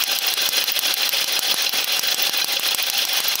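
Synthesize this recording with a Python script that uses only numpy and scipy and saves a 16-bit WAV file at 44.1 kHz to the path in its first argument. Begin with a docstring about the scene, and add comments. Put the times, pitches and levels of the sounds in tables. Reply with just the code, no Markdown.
"""An engine bay: a loose ignition coil fires one spark per engine cycle onto a metal rail, close to a small
microphone. Each spark is a noise sizzle, a decaying sine pop and ringing rail modes. Under it the engine idles:
shaped noise roar, sine whine and hums, block modes struck by clatter and valve knocks, and injector ticks.
A look-ahead limiter pulls everything down just before each spark and lets go after it."""
import sys
import numpy as np
from scipy import signal
from scipy.io import wavfile
from scipy.ndimage import uniform_filter1d, minimum_filter1d

SR = 44100
rng = np.random.default_rng(int(sys.argv[2]) if len(sys.argv) > 2 else 0)


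def wrap_up_sound(samples):
    """Save the sound to the file named by the first command line argument, as 16-bit audio."""
    columns = np.atleast_2d(samples).T
    # keep every value between -1 and 1, then stretch to whole-number steps
    tamed = np.clip(columns, -1, 1)
    steps = np.round(tamed * 32767).astype(np.int16)
    wavfile.write(sys.argv[1], SR, steps)


N = 149940  # length in samples

# Spectrum of the engine, belt and fan roar. Each row: frequency in Hz, relative density in dB per Hz.
ROAR_SPECTRUM = [(24, -61), (40, -31), (553, -12.5), (747, -15), (1140, -11.5), (1620, -8.5), (1880, -9),
                 (3440, -3.5), (3800, -6.5), (4200, -4), (5670, -7.5), (6580, -11.5), (7280, -20.5),
                 (10900, -16), (15800, -20)]
# Alternator whine. Each row: multiple of WHINE_HZ, nominal rms level in dB.
WHINE_PARTIALS = [(1, -64), (2, -60), (3, -50.5), (3.5, -56), (4, -58), (8, -47)]
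# Steady hums. Each row: frequency in Hz, nominal rms level in dB.
HUM_TONES = [(749, -51.5), (807.5, -49.5), (1212, -61.5)]
# Modes of the engine block. Each row: frequency in Hz, relative level in dB, t60 in seconds.
BLOCK_MODES = [(554.4, -11.5, 0.053), (804, -14.5, 0.062), (1580, -10, 0.038), (2490, -6, 0.045),
               (2773, -3.5, .04), (3034, -2.5, 0.036), (3384, 2, 0.018), (4108, 1.5, 0.038),
               (4515, -9.5, 0.063), (4890, -13.5, 0.017), (5108, -2.5, 0.052), (5765, -5, 0.065),
               (6390, -14, 0.047)]
# Valve knocks. Each row: delay after the spark in seconds, mean level in dB, spread in seconds.
VALVE_KNOCKS = [(.018, -40.5, 0.0067), (.042, -33.5, .003), (.055, -32, .005), (0.0917, -26.5, .0015),
                (.124, -27.5, .005)]
# Injectors. Each row: delay after the spark in seconds, click level before its high-pass in dB,
# mean lower ring level in dB, mean upper ring level in dB, rattle time in seconds.
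INJECTOR_TICKS = [(.0380, -20.5, -37.5, -40, 0.0028), (.0790, -31, -41.5, -25.5, 0.0022),
                  (.1160, -19, -39, -34, 0.0049)]
# Lower and upper injector modes. Each row: frequency in Hz, relative level in dB, t60 in seconds.
LOW_MODES = [(10540, -1.5, 0.0091), (11040, -2, 0.014), (12000, 0, .015)]
HIGH_MODES = [(14800, -2, .015), (14950, 15, 0.013), (15610, 13, 0.018)]
# Sparks. Each row: start in seconds, then rail ring, pop and sizzle peak levels in dB before the limiter.
SPARK_EVENTS = [(0.0363, -2, -23, -4), (0.186, -2, -23.5, -7), (0.3371, -3, -21, -5),
                (0.4882, -2.5, -15, -5), (0.6386, -5, -20, -6), (0.7895, -1, -17, -2),
                (0.9387, -3.5, -25, -3), (1.0902, -2, -23, -4), (1.2411, -5.5, -19, -13),
                (1.3902, 0, -12, -6), (1.5411, -6.5, -10, -8.5), (1.6916, -2, -19, -7),
                (1.8421, -3.5, -22, -9), (1.9921, -0.5, -14, -8), (2.1428, -6, -16.5, -10),
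                (2.2936, -4, -12, -10.5), (2.443, -0.5, -10, -5), (2.5944, -7.5, -12, -8),
                (2.7456, -1.5, -12, -6), (2.898, -1, -19.5, -7), (3.05, -5.5, -20.5, -11),
                (3.2018, -7.5, -15, -9.5), (3.3536, -2.5, -17, -5.5)]
# Modes coloring the sizzle, then modes of the rail. Each row: frequency in Hz, relative level in dB, t60 in seconds.
SIZZLE_MODES = [(10060, -7, .004), (12300, -4.5, 0.0061), (13560, -4.5, .005), (14800, -4, 0.0069),
                (15400, -6, 0.011)]
RAIL_MODES = [(2850, -5, 0.0065), (3940, -3.5, 0.0071), (4800, -1, 0.012), (5640, -3, 0.0068),
              (6410, -4.5, 0.0089), (7680, -7.5, 0.0072), (8220, -8, 0.0094)]
# Echoes off the engine bay. Each row: delay in seconds, level in dB re the direct sound.
BAY_ECHOES = [(.0007, 13.5), (.0018, -15.5), (.0034, -13), (.0060, -3)]
# Scattered tail of the engine bay. Its one row: t60 in seconds, initial level in dB re the direct sound.
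BAY_TAIL = (0.034, -6.5)

CYCLE_S = .1507  # places the cycle that began before the first spark
ROAR_DB, PATCH_DB, FLICKER_DB = -28, 2, 2  # overall rms; rms of the two level variations
WHINE_HZ = 685.5
CLATTER_DB, CLATTER_PER_S, CLATTER_SPREAD_DB = -31.5, 2500, 1.5
KNOCK_VARY_DB, TICK_VARY_DB, JITTER_S = 4.5, 3, .0006  # standard deviations
SIZZLE_S = 0.00057  # rise and decay time of the sizzle noise
POP_HZ, POP_DECAY_S, POP_DELAY_S = 1000, 0.00041, 0.00078
RING_DELAY_S, CRACKLE_DECAY_S, CRACKLE = .0012, 0.00022, 0.4  # CRACKLE: noise added to a unit impulse
GAIN_DB, LIMIT_DB, DUCK_DB = 5, -16.5, 10  # make-up gain, threshold, greatest reduction
LOOK_S, HOLD_S, SMOOTH_S, RECOVER_S = 0.0044, 0.02, 0.021, 0.0069
ROLL_HZ, EDGE_HZ = 15800, 16800  # low-pass of the idling engine, band limit of the whole


def amp(db):
    """A level in decibels is the logarithm of an amplitude ratio."""
    return 10 ** (np.asarray(db) / 20)


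def unit(x):
    """Division by the root mean square gives rms 1."""
    return x / np.sqrt(np.mean(x ** 2) + 1e-20)


def peaked(x):
    """Division by the greatest magnitude gives peak 1."""
    return x / abs(x).max()


def read(points, hz):
    """Interpolation of a spectrum along a logarithmic frequency axis."""
    f, value = np.transpose(points)
    return np.interp(np.log(hz + 1), np.log(f + 1), value)


def add(mix, s, sound):
    """Superposition: sounds add linearly; one that would start before time zero is left out."""
    i = round(s * SR)
    if i >= 0:
        part = mix[i:][:len(sound)]
        part += sound[:len(part)]


def ring(modes):
    """Modal superposition: an impulse response of decaying sines, scaled to energy 1."""
    t = np.arange(4096) / SR
    x = np.zeros(len(t))
    for k, (hz, db, t60) in enumerate(modes):
        decay = amp(db - 60 * t / t60) / np.sqrt(t60)
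        x += (-1) ** k * decay * np.sin(2 * np.pi * hz * t)
    return x / np.linalg.norm(x)


def burst(noise, length_s):
    """A rattle as enveloped noise: quick rise, exponential fall, energy of 10 ms at rms 1."""
    u = np.arange(len(noise)) / SR / length_s
    x = noise * u * np.exp(-u)
    return x / np.linalg.norm(x) * np.sqrt(SR / 100)


def cycles():
    """Periodicity: spark times start the cycles, with one already under way at time zero."""
    return [SPARK_EVENTS[0][0] - CYCLE_S] + [row[0] for row in SPARK_EVENTS]


def roar():
    """Broadband engine, belt and fan noise: a shaped random spectrum with drifting patches and a shared flicker."""
    frames, hz = N // 128 + 5, np.fft.rfftfreq(512, 1 / SR)
    real, imaginary, patch = rng.standard_normal((frames, 257, 3)).T
    patch = uniform_filter1d(patch, size=8, axis=0)  # smooth over frequency
    patch = unit(uniform_filter1d(patch, size=10, axis=1))  # smooth over time
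    flicker = unit(uniform_filter1d(rng.standard_normal(frames), size=3))
    level_db = read(ROAR_SPECTRUM, hz)[:, None] + PATCH_DB * patch + FLICKER_DB * flicker
    spectrum = (real + 1j * imaginary) * amp(level_db)
    noise = signal.istft(spectrum, nperseg=512, noverlap=384)[1][:N]
    return amp(ROAR_DB) * unit(noise)


def tones():
    """Alternator whine and steady hums: sines with slight amplitude and phase modulation."""
    t, out = np.arange(N) / SR, np.zeros(N)
    whine = [(multiple * WHINE_HZ, db) for multiple, db in WHINE_PARTIALS]
    for hz, db in whine + HUM_TONES:
        waver = unit(uniform_filter1d(rng.standard_normal(N), size=4000))
        level = amp(db + 3.0 * waver) * np.sqrt(2)  # 3 dB rms waver
        phase = 2 * np.pi * hz * (t + .00008 * waver) + 6 * rng.random()
        out += level * np.sin(phase)
    return out


def block():
    """Modal excitation: dense small taps and timed valve knocks ring the engine block."""
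    size_db = CLATTER_SPREAD_DB * np.minimum(rng.exponential(1, N), 5)
    taps = amp(size_db) * rng.choice([-1, 1], N) * (rng.random(N) < CLATTER_PER_S / SR)
    drive = amp(CLATTER_DB) * unit(taps)
    for start in cycles():
        for delay, db, spread_s in VALVE_KNOCKS:
            noise, vary = rng.standard_normal(1500), rng.standard_normal(2)
            s = start + delay - spread_s + JITTER_S * vary[0]  # the envelope crests near the delay
            add(drive, s, amp(db + KNOCK_VARY_DB * vary[1]) * burst(noise, spread_s))
    return signal.oaconvolve(drive, ring(BLOCK_MODES))[:N]


def injectors():
    """Impact and resonance: each injector clicks at its place in the cycle and rattles two groups of modes."""
    click, low, high = np.zeros((3, N))
    for start in cycles():
        for delay, click_db, low_db, high_db, rattle_s in INJECTOR_TICKS:
            noise, vary = rng.standard_normal((3, 1000)), rng.standard_normal(3)
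            s = start + delay + JITTER_S * vary[0]
            add(click, s, amp(click_db) * noise[0, :100] * np.exp(-np.arange(100) / 25))
            add(low, s, amp(low_db + TICK_VARY_DB * vary[1]) * burst(noise[1], rattle_s))
            add(high, s, amp(high_db + TICK_VARY_DB * vary[2]) * burst(noise[2], rattle_s))
    click = signal.lfilter(*signal.butter(2, 7500, "high", fs=SR), click)
    low_ring = signal.oaconvolve(low, ring(LOW_MODES))[:N]
    high_ring = signal.oaconvolve(high, ring(HIGH_MODES))[:N]
    return click + low_ring + high_ring


def engine_bay():
    """Reflection: direct sound, distinct echoes and a sparse, exponentially decaying scattered tail."""
    t = np.arange(1500) / SR
    t60, tail_db = BAY_TAIL
    scatter = rng.standard_normal(len(t)) * (rng.random(len(t)) < .1)
    bay = amp(tail_db - 60 * t / t60) * scatter
    bay[0] = 1  # direct sound
    for s, db in BAY_ECHOES:
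        bay[round(s * SR)] += amp(db)
    return bay


def sparks():
    """Discharge and impulse response: a sizzle, a low pop, then the rail; the bay echoes sizzle and rail."""
    t, out = np.arange(1500) / SR, np.zeros(N)
    bay = engine_bay()
    fizz = signal.fftconvolve(ring(SIZZLE_MODES), bay)[:3000]
    rail = signal.fftconvolve(ring(RAIL_MODES), bay)[:3000]
    pop = peaked(np.sin(2 * np.pi * POP_HZ * t) * np.exp(-t / POP_DECAY_S))
    for s, ring_db, pop_db, sizzle_db in SPARK_EVENTS:
        arc, blow = rng.standard_normal((2, 200))
        blow = CRACKLE * blow * np.exp(-t[:200] / CRACKLE_DECAY_S)
        blow[0] += 1  # the impulse that strikes the rail
        sizzle = peaked(signal.fftconvolve(burst(arc, SIZZLE_S), fizz))
        rail_ring = peaked(signal.fftconvolve(blow, rail))
        add(out, s, amp(sizzle_db) * sizzle)
        add(out, s + POP_DELAY_S, amp(pop_db) * pop)
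        add(out, s + RING_DELAY_S, amp(ring_db) * rail_ring)
    return out


def scene():
    """Superposition of the low-passed idling engine and the full-band sparks."""
    engine = roar() + tones() + block() + injectors()
    low_pass = signal.firwin(301, ROLL_HZ, window=("kaiser", 7), fs=SR)
    engine = signal.oaconvolve(engine, low_pass, "same")
    return (engine + sparks())[None]


def record(dry):
    """Dynamic range limiting: gain falls ahead of peaks, holds and recovers; then low cut and band limit."""
    power = uniform_filter1d(dry[0] ** 2, size=60)
    level_db = 10 * np.log10(abs(power) + 1e-12)
    duck_db = DUCK_DB * np.tanh(np.maximum(level_db - LIMIT_DB, 0) / 3)
    look, hold, smooth = round(LOOK_S * SR), round(HOLD_S * SR), round(SMOOTH_S * SR)
    span = look + hold
    # running maximum from the hold time behind to the look-ahead time in front
    held_db = -minimum_filter1d(-np.pad(duck_db, span), size=span)
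    held_db = held_db[span + span // 2 - hold:][:N]
    r = np.exp(-1 / (RECOVER_S * SR))
    recovering_db = signal.lfilter([1 - r], [1, -r], held_db)
    held_db = np.maximum(held_db, recovering_db)
    x = dry * amp(GAIN_DB - uniform_filter1d(held_db, size=smooth))
    x = signal.lfilter(*signal.butter(3, 170, "high", fs=SR), x)
    band_limit = signal.firwin(511, EDGE_HZ, window=("kaiser", 9), fs=SR)
    return signal.oaconvolve(x, band_limit[None], "same")


dry = scene()
out = record(dry)
wrap_up_sound(out)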